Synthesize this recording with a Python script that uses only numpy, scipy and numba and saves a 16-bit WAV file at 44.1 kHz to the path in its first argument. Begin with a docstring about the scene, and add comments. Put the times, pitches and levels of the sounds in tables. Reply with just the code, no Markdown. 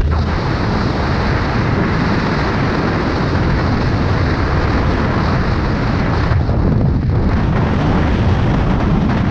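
"""On a motorcycle at highway speed: wind over a microphone mounted on the rider's helmet.
Large eddies buffet the housing as band-limited noise and wandering vortex-shedding tones; small ones
rush over it in gusts and hiss in the port, as noise bands with shared flurries. Bursts strike the port,
a whorl hoots downward, and the colour changes as the head turns. The engine, a harmonic tone, drones
briefly through the wind, and the recorder's gain control rides the peaks."""
import sys
import numpy as np
from scipy import signal
from scipy.fft import rfft, irfft
from scipy.io import wavfile
from scipy.ndimage import uniform_filter1d
from numba import njit

SR = 44100
rng = np.random.default_rng(int(sys.argv[2]) if len(sys.argv) > 2 else 0)


def store_wav(level_fs):
    """Save 16-bit WAV to argv[1]."""
    pcm = np.round(np.clip(np.atleast_2d(level_fs), -1, 1) * 32767)
    wavfile.write(sys.argv[1], SR, pcm.T.astype(np.int16))


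N = 410130  # samples, 9.3 s

# Engine firing. Each row: time in seconds, firing rate in Hz, level in dB before the harmonic levels.
ENGINE = [(0.0, 71.5, -30), (0.12, 78.5, -23.5), (0.21, 79.5, -23.5), (0.3, 81.8, -33)]
# Harmonics of the firing tone. Each row: multiple of the firing rate, level in dB.
ENGINE_HARMONICS = [(1, 5), (2, -14), (3, -23)]
ENGINE_FADE_S = 0.35  # fade after the last engine row

# Whorl of air sweeping past. Each row: time in seconds, centre in Hz, level in dB.
SWIRL = [(0.11, 1500, -51), (0.12, 1400, -30), (0.138, 1100, -28), (0.165, 850, -33), (0.19, 640, -29),
         (0.22, 600, -50)]

# Single eddies bursting on the port.
# Each row: start in seconds, peak level in dB, treble relative to that peak in dB.
PUFFS = [(0.006, -17, -26), (0.076, -15, -24), (0.132, -17, -26), (0.284, -26, -18), (5.335, -19, -25),
         (6.322, -17, -22), (6.409, -14, -25), (6.493, -13.5, -25), (6.541, -21, -35), (6.598, -18, -31),
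         (6.645, -19, -32), (6.677, -13.5, -36), (6.719, -13.5, -25), (6.778, -20, -21.5),
         (6.811, -9.5, -34), (6.853, -16, -33), (6.883, -18, -26), (6.947, -16, -32), (7.028, -15.5, -31),
         (7.095, -16, -27), (7.153, -20.5, -19), (7.194, -18, -27), (7.242, -22, -18), (7.29, -18, -16),
         (7.331, -19, -17), (7.381, -24, -18), (7.472, -22, -27), (7.647, -20, -25), (7.734, -10, -25),
         (8.154, -28, -21), (8.473, -17, -27), (8.542, -22, -21), (8.711, -20, -21), (8.736, -25, -28),
         (8.799, -20, -21), (8.817, -22, -26), (8.839, -17, -23), (9.13, -22, -16)]
PUFF_RISE_S = 0.0021  # from the start of a burst to its peak
# Spectra of a burst's body and of its treble edge. Each row: frequency in Hz, relative density in dB per Hz.
PUFF_BODY = [(200, 10), (500, -2), (1500, -17), (3000, -35)]
PUFF_EDGE = [(2600, -13), (4300, -6), (6500, -22), (8500, -34)]

# Gusts that briefly lift the small eddies, and lulls that drop them.
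# Each row: start in seconds, lift in dB before each band's sensitivity, length in seconds.
GUSTS = [(0.108, 3.5, 0.033), (0.162, 1, 0.025), (0.193, -2, .03), (0.235, 0, .03), (5.255, 0.5, 0.034),
         (5.32, 1.5, .03), (6.306, 4.5, .02), (6.37, -5, 0.046), (6.426, -2, 0.033), (6.558, -4, .03),
         (6.768, -0.5, .04), (6.828, -3, .022), (6.862, -3, .02), (6.921, -3, .027), (7.04, -1, 0.044),
         (7.105, -5, .012), (7.406, -7, .018), (7.455, -2, .017), (7.495, -3, .055), (7.555, 11.5, 0.038),
         (7.603, 3, 0.03), (7.75, -3, .04), (7.798, 9, 0.034), (8.45, -4, .03), (8.52, -3, .018),
         (8.493, 6.5, 0.022), (8.538, 14, 0.012), (8.588, 5.5, 0.051), (8.65, -6, .018), (8.695, 10, 0.031),
         (8.722, -10, .012), (8.763, -10, .03), (8.792, 6.5, 0.05), (8.843, -9, .012), (8.962, -3, .03),
         (9.052, -2, .04), (9.091, 11.5, 0.064), (9.166, 8, 0.051), (9.22, -8, 0.022)]
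GUST_ATTACK_S = 0.0022  # time constant of the rise

# Small eddies as the head moves.
# Each row: time in seconds, rush level in dB, upper rush level in dB, port hiss level in dB.
RUSH = [(0, -41, -37, -54), (0.05, -40, -46, -55), (0.1, -43, -43, -44), (0.125, -29, -34, -45.5),
        (0.175, -27.5, -37, -40), (0.22, -29, -34, -37), (0.26, -29, -38, -42), (0.29, -24, -29, -37.5),
        (0.8, -24, -29.5, -35.5), (0.93, -24.5, -31.5, -35.5), (1.05, -23, -27.5, -35),
        (1.5, -23, -26, -35.5), (1.62, -24, -26.5, -37.5), (1.7, -22.5, -28, -39),
        (1.82, -23.5, -28.5, -41), (1.9, -23, -25, -38), (1.95, -22.5, -26.5, -35), (2.3, -22.5, -26, -35),
        (2.8, -22.5, -27.5, -37), (3.3, -23.5, -30, -36), (3.45, -25, -29, -38),
        (3.85, -23.5, -29.5, -36.5), (4.03, -24, -30, -38.5), (4.13, -23.5, -28.5, -36.5),
        (4.3, -24, -28, -36), (4.58, -23.5, -28.5, -38.5), (4.75, -22.5, -27, -36), (4.81, -22, -29, -37.5),
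        (4.85, -26, -30, -45), (4.9, -22, -28.5, -37), (4.95, -23.5, -28, -41), (5.0, -22, -29.5, -36.5),
        (5.08, -24, -28.5, -43), (5.2, -21.5, -28, -39.5), (5.23, -23, -28.5, -36), (5.29, -22, -28.5, -35),
        (5.36, -24, -27.5, -37.5), (5.6, -24.5, -30.5, -38), (6.0, -24.5, -29, -38),
        (6.05, -26.5, -27, -45), (6.12, -21.5, -30, -41), (6.17, -24.5, -29.5, -35.5),
        (6.32, -23, -30, -41), (6.345, -28.5, -34, -43.5), (6.42, -28, -36, -43),
        (6.55, -27.5, -38.5, -46.5), (6.7, -29.5, -39.5, -47), (6.84, -35.5, -40.5, -50),
        (6.95, -31.5, -41.5, -47), (6.99, -40, -42.5, -50), (7.1, -44, -41.5, -47), (7.13, -29, -38, -49),
        (7.24, -28, -39, -46.5), (7.32, -26.5, -31, -45), (7.42, -26.5, -30.5, -44), (7.49, -28, -37, -51),
        (7.54, -26.5, -34, -58), (7.66, -23, -31, -50), (7.78, -26.5, -31.5, -54), (7.87, -24, -31.5, -49),
        (8.0, -22, -28, -48.5), (8.13, -25.5, -32, -50), (8.3, -25.5, -31.5, -48), (8.4, -26.5, -32.5, -54),
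        (8.66, -25.5, -34.5, -58), (8.78, -24, -33.5, -61), (8.9, -26, -33.5, -52), (9.0, -28, -35.5, -59),
        (9.07, -27, -36, -53), (9.23, -27.5, -33.5, -50), (9.3, -25, -33, -47)]
# Air across the side of the housing. Each row: time in seconds, level in dB.
SIDE_FLOW = [(0, -43), (0.18, -46), (0.3, -41.5), (1.0, -40.5), (2.1, -39), (2.9, -39), (3.3, -40),
             (3.7, -41.5), (4.02, -40.5), (4.12, -39), (4.3, -42), (4.9, -37.5), (5.5, -42), (6.31, -39),
             (6.35, -47), (6.55, -50), (6.8, -54), (7.12, -52), (7.25, -51), (7.41, -39.5), (7.54, -41),
             (7.65, -39), (7.78, -36.5), (7.95, -36), (8.3, -35.5), (8.66, -38.5), (9.03, -38.5),
             (9.12, -41.5), (9.3, -39)]
# Raggedness of the small eddies, mostly greater while the head is turned from the stream.
# Each row: time in seconds, flurry depth in dB per unit of the flurry signal.
RAGGEDNESS = [(0, 3.5), (.3, 0.5), (3.5, 1.26), (6.2, 1), (6.4, 2), (7.3, 1.5), (7.6, 1.5), (9.3, 1.5)]
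FLURRY_S = 0.078  # flurries even out over this time
WAVER_DB, PORT_WAVER_DB, WAVERS_PER_S = 0.65, 0.88, 20  # slower unsteadiness of each band alone
TURN_S = 6.34  # the head has turned: the low rush takes its other spectrum
# Spectra of the small eddies: low rush before and after the turn, upper rush, port hiss, side hiss.
# Each row: frequency in Hz, relative density in dB per Hz.
LOW_RUSH = [(330, -9.5), (520, -0.5), (1000, 0), (1400, -2), (2000, -35.5)]
TURNED_RUSH = [(330, -10), (520, -1.5), (720, 1), (1000, -1), (1400, -6), (2000, -37.5)]
HIGH_RUSH = [(1100, -15), (1600, -0.5), (1950, -3.5), (2300, -9), (2800, -16.5), (3500, -38)]
PORT_HISS = [(3300, -16.5), (3800, -4), (4400, -2.5), (5300, -8.5), (6600, -25), (8000, -36), (9000, -40.5)]
SIDE_HISS = [(1700, -23), (2500, -7), (3300, -8.5), (4300, -15), (5800, -19.5), (7000, -31.5), (9000, -43)]

# Large eddies. Each row: time in seconds, slow rumble level in dB, helmet wake level in dB,
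# housing wake level in dB, flutter level in dB before gusts.
EDDIES = [(0, -1.5, -18, -23.5, -35), (0.11, -41, -17.5, -20, -29.5), (0.3, -25.5, -25.5, -24, -26),
          (0.7, -28, -22, -22.5, -23), (1.3, -32, -21, -22, -23.5), (1.75, -29, -23.5, -17.5, -23.5),
          (2.4, -29.5, -26.5, -21.5, -22.5), (3.1, -32, -23, -21.5, -20.5), (3.5, -21.5, -20, -20, -23.5),
          (4.15, -27, -18, -21.5, -24.5), (4.7, -23.5, -18, -23.5, -22.5), (5.4, -23.5, -20.5, -20.5, -25),
          (6.1, -25.5, -21, -21, -24.5), (6.27, -21, -20, -21.5, -26), (6.33, -25, -12, -22, -34),
          (6.43, -23, -17.5, -25, -30), (6.49, -21, -18, -21, -27), (6.55, -24, -14.5, -16, -19.5),
          (6.62, -20, -12.5, -19, -25.5), (6.7, -24, -16, -14, -20.5), (6.77, -22, -17, -15, -30),
          (6.82, -20, -18, -18.5, -20), (6.87, -26, -12, -18, -29), (6.93, -23, -19, -21, -26.5),
          (7.0, -21, -21, -15.5, -35), (7.1, -29, -14, -24, -34), (7.13, -24, -13, -17, -22),
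          (7.2, -18, -19.5, -18.5, -24), (7.5, -24, -17.5, -18.5, -27), (7.95, -22, -19, -15, -24.5),
          (8.3, -29, -13.5, -19.5, -23.5), (8.6, -20, -19.5, -18, -26.5), (8.95, -22, -22.5, -14, -26),
          (9.3, -26, -21, -18, -38)]
SWELL_DB, SWELLS_PER_S = 0.4, 9.2  # each kind of large eddy swells and sinks on its own
# Shedding rates of the two wakes. Each row: time in seconds, helmet rate in Hz, housing rate in Hz.
SHEDDING = [(0, 84, 144), (0.3, 85.8, 151.4), (2.3, 90.3, 172.5), (2.9, 89.5, 162.6), (3.4, 90.4, 166),
            (3.7, 82.6, 158), (4.3, 92.3, 155), (5.2, 90.8, 159), (5.9, 96, 152.7), (6.4, 92, 154),
            (7.0, 92, 152), (7.4, 92.4, 167), (7.85, 86.4, 185.6), (8.2, 87.5, 158.5), (9.3, 91.3, 173.6)]
# Eddies shed in step: level against the noisy ones, log spread of their rate, how fast it roams.
LOCKED_DB, LOCK_WANDER, WANDERS_PER_S = -3.5, 0.3, 22
# Spectra of the rumble and the flutter. 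Each row: frequency in Hz, relative density in dB per Hz.
RUMBLE = [(12, -18), (24, -1.5), (33, -1.5), (42, -1), (56, 1), (66, -3.5), (80, -14)]
FLUTTER = [(190, -13.5), (260, -4.5), (350, -5), (450, -8.5), (700, -20.5)]

LOOK_AHEAD_S = 0.004  # the gain control acts this early on a thump
TOP_HZ = 9300  # upper edge of the recorder's band


def undb(db):
    """Decibels are logarithmic: 20 dB is a factor of ten in amplitude."""
    return 10 ** (np.asarray(db) / 20)


def unit(x):
    """Equal mean power: scale to rms 1."""
    return x / np.sqrt(np.mean(x ** 2))


def curves(table):
    """Linear interpolation turns each column after the time column into a signal."""
    s, *columns = np.transpose(table)
    return [np.interp(np.arange(N) / SR, s, column) for column in columns]


def coloured(points):
    """Spectral shaping: white noise weighted by a curve over log frequency, at rms 1."""
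    hz, db = np.transpose(points)
    bins = np.maximum(np.fft.rfftfreq(N, 1 / SR), 1)
    gain = undb(np.interp(np.log(bins), np.log(hz), db, left=-120, right=-120))
    return unit(irfft(rfft(rng.standard_normal(N)) * gain, N))


def walk(rate):
    """Slow random modulation: levels held 1 / rate s and averaged twice, at rms 1."""
    hold = int(SR / rate)
    steps = np.repeat(rng.standard_normal(N // hold + 1), hold)
    return unit(uniform_filter1d(uniform_filter1d(steps, hold), hold)[:N])


@njit
def svf(x, hz, damp):
    """Resonance: state-variable band-pass with a moving centre; damp is width over centre."""
    y, band, low = np.empty(len(x)), 0., 0.
    for i in range(len(x)):
        g = np.tan(np.pi * hz[i] / SR)
        v = (band + g * (x[i] - low)) / (1 + g * (g + damp))
        band, low, y[i] = 2 * v - band, low + 2 * g * v, damp * v
    return y


@njit
def follow(x, attack, release, start):
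    """Envelope detection: a peak follower, quick up and slower down."""
    e, out = start, np.empty(len(x))
    for i in range(len(x)):
        e += (x[i] - e) * (attack if x[i] > e else release)
        out[i] = e
    return out


def engine():
    """Periodic firing gives a harmonic tone, slightly unsteady in rate, that soon fades out."""
    hz, db = curves(ENGINE)
    phase = 2 * np.pi * np.cumsum(hz * (1 + 0.0081 * walk(7.1))) / SR
    tone = sum(undb(level) * np.sin(k * phase) for k, level in ENGINE_HARMONICS)
    fade = np.clip(1 - (np.arange(N) / SR - ENGINE[-1][0]) / ENGINE_FADE_S, 0, 1)
    return np.sqrt(2) * undb(db) * tone * fade


def swirl():
    """Moving resonance: as the wind rises, one whorl is heard as noise with a falling centre, a hoot."""
    hz, db = curves(SWIRL)
    hoot = unit(svf(svf(rng.standard_normal(N), hz, 0.35), hz, 0.35))
    passing = np.arange(N) < SWIRL[-1][0] * SR
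    return undb(db) * hoot * passing


def puffs():
    """Impulsive turbulence: each burst of noise rises in milliseconds and dies away."""
    s, db, treble_db = np.transpose(PUFFS)
    start = (s * SR).astype(int)
    t = np.arange(int(.05 * SR)) / SR / PUFF_RISE_S
    shape = (t * np.exp(1 - t)) ** 1.3

    def envelope(level_db):
        strikes = np.zeros(N)
        np.add.at(strikes, start, undb(level_db))
        return signal.fftconvolve(strikes, shape)[:N]

    def even(x):  # level the noise so that every burst reaches its peak
        return x / np.sqrt(uniform_filter1d(x ** 2, int(3 * PUFF_RISE_S * SR)))

    body = envelope(db) * even(coloured(PUFF_BODY))
    edge = envelope(db + treble_db) * even(coloured(PUFF_EDGE))
    return body + edge


def gusts():
    """Transient flow: lift in dB with an exponential rise, a short hold and a quick fall."""
    t = np.arange(N) / SR
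    lift = np.zeros(N)
    for s, db, length in GUSTS:
        age = np.maximum(t - s, 0)
        lift += db * (1 - np.exp(-age / GUST_ATTACK_S)) * np.exp(-(age / length) ** 4)
    return lift


def rush():
    """Small-scale turbulence: noise bands share gusts and quick flurries; each also wavers alone."""
    low_db, high_db, port_db = curves(RUSH)
    side_db, = curves(SIDE_FLOW)
    depth_db, = curves(RAGGEDNESS)
    lift_db = gusts()
    gust_db, lull_db = np.maximum(lift_db, 0), np.minimum(lift_db, 0)
    flurry = 0.2 * walk(45) + walk(180) + 0.6 * walk(600)
    flurry_db = depth_db * (flurry - uniform_filter1d(flurry, int(FLURRY_S * SR)))

    # each band has its own sensitivity to gusts, lulls and flurries
    low_db = low_db + 0.48 * gust_db + 0.26 * lull_db + flurry_db + WAVER_DB * walk(WAVERS_PER_S)
    high_db = high_db + 0.61 * lift_db + 0.97 * flurry_db + WAVER_DB * walk(WAVERS_PER_S)
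    port_db = port_db + 0.74 * lift_db + flurry_db + PORT_WAVER_DB * walk(WAVERS_PER_S)
    side_db = side_db + 0.47 * gust_db + 0.27 * lull_db + 0.7 * flurry_db + WAVER_DB * walk(WAVERS_PER_S)

    before_turn = np.arange(N) < TURN_S * SR
    low = np.where(before_turn, coloured(LOW_RUSH), coloured(TURNED_RUSH)) * undb(low_db)
    high = coloured(HIGH_RUSH) * undb(high_db)
    port = coloured(PORT_HISS) * undb(port_db)
    side = coloured(SIDE_HISS) * undb(side_db)
    return low + high + port + side


def shed(hz, damp):
    """Vortex shedding: noise around a wandering rate, plus eddies in step whose rate roams widely."""
    locked_hz = hz * np.exp(LOCK_WANDER * walk(WANDERS_PER_S))
    locked = np.sqrt(2) * np.sin(2 * np.pi * np.cumsum(locked_hz) / SR)
    noisy_hz = hz * (1 + 0.064 * walk(6))
    noisy = rng.standard_normal(N)
    for _ in range(3):
        noisy = svf(noisy, noisy_hz, damp)
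    noisy = unit(noisy / np.sqrt(noisy_hz))  # even power as the bandwidth moves
    return unit(noisy + undb(LOCKED_DB) * locked)


def buffet():
    """Large-scale turbulence: two shedding wakes thump the housing, over rumble and under flutter."""
    levels = [db + SWELL_DB * walk(SWELLS_PER_S) for db in curves(EDDIES)]
    rumble_db, helmet_db, housing_db, flutter_db = levels
    helmet_hz, housing_hz = curves(SHEDDING)
    helmet = undb(helmet_db) * shed(helmet_hz, 1.0)
    housing = undb(housing_db) * shed(housing_hz, 1.25)
    rumble = undb(rumble_db) * coloured(RUMBLE)
    flutter = unit(coloured(FLUTTER) * undb(0.4 * walk(40)))
    flutter = undb(flutter_db) * flutter * undb(0.25 * gusts())
    return helmet + housing + rumble + flutter


def scene():
    """Superposition: engine and wind add at one microphone."""
    return (engine() + swirl() + puffs() + rush() + buffet())[None]


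def record(dry):
    """Compression and saturation: bass gain evens out thumps, peaks are rounded, the top is cut."""
    bass = signal.sosfiltfilt(signal.butter(2, 220, fs=SR, output="sos"), dry)
    start = np.max(np.abs(bass[0, :SR // 50]))
    # time constants: attack 3.4 ms, release 44 ms
    envelope = follow(np.abs(bass[0]), 1 / (0.0034 * SR), 1 / (0.044 * SR), start)
    ahead = int(LOOK_AHEAD_S * SR)
    envelope = np.pad(envelope[ahead:], (0, ahead), mode="edge")
    even = dry - bass + bass * (0.33 / envelope) ** 0.41  # unity gain where the envelope is 0.33
    soft = np.tanh(0.58 * even) / 0.62
    top = signal.ellip(8, .2, 70, TOP_HZ, fs=SR, output="sos")
    settled = signal.sosfilt_zi(top) * soft[0, 0]  # no onset transient from the filter
    return signal.sosfilt(top, soft[0], zi=settled)[0][None]


dry = scene()
out = record(dry)
store_wav(out)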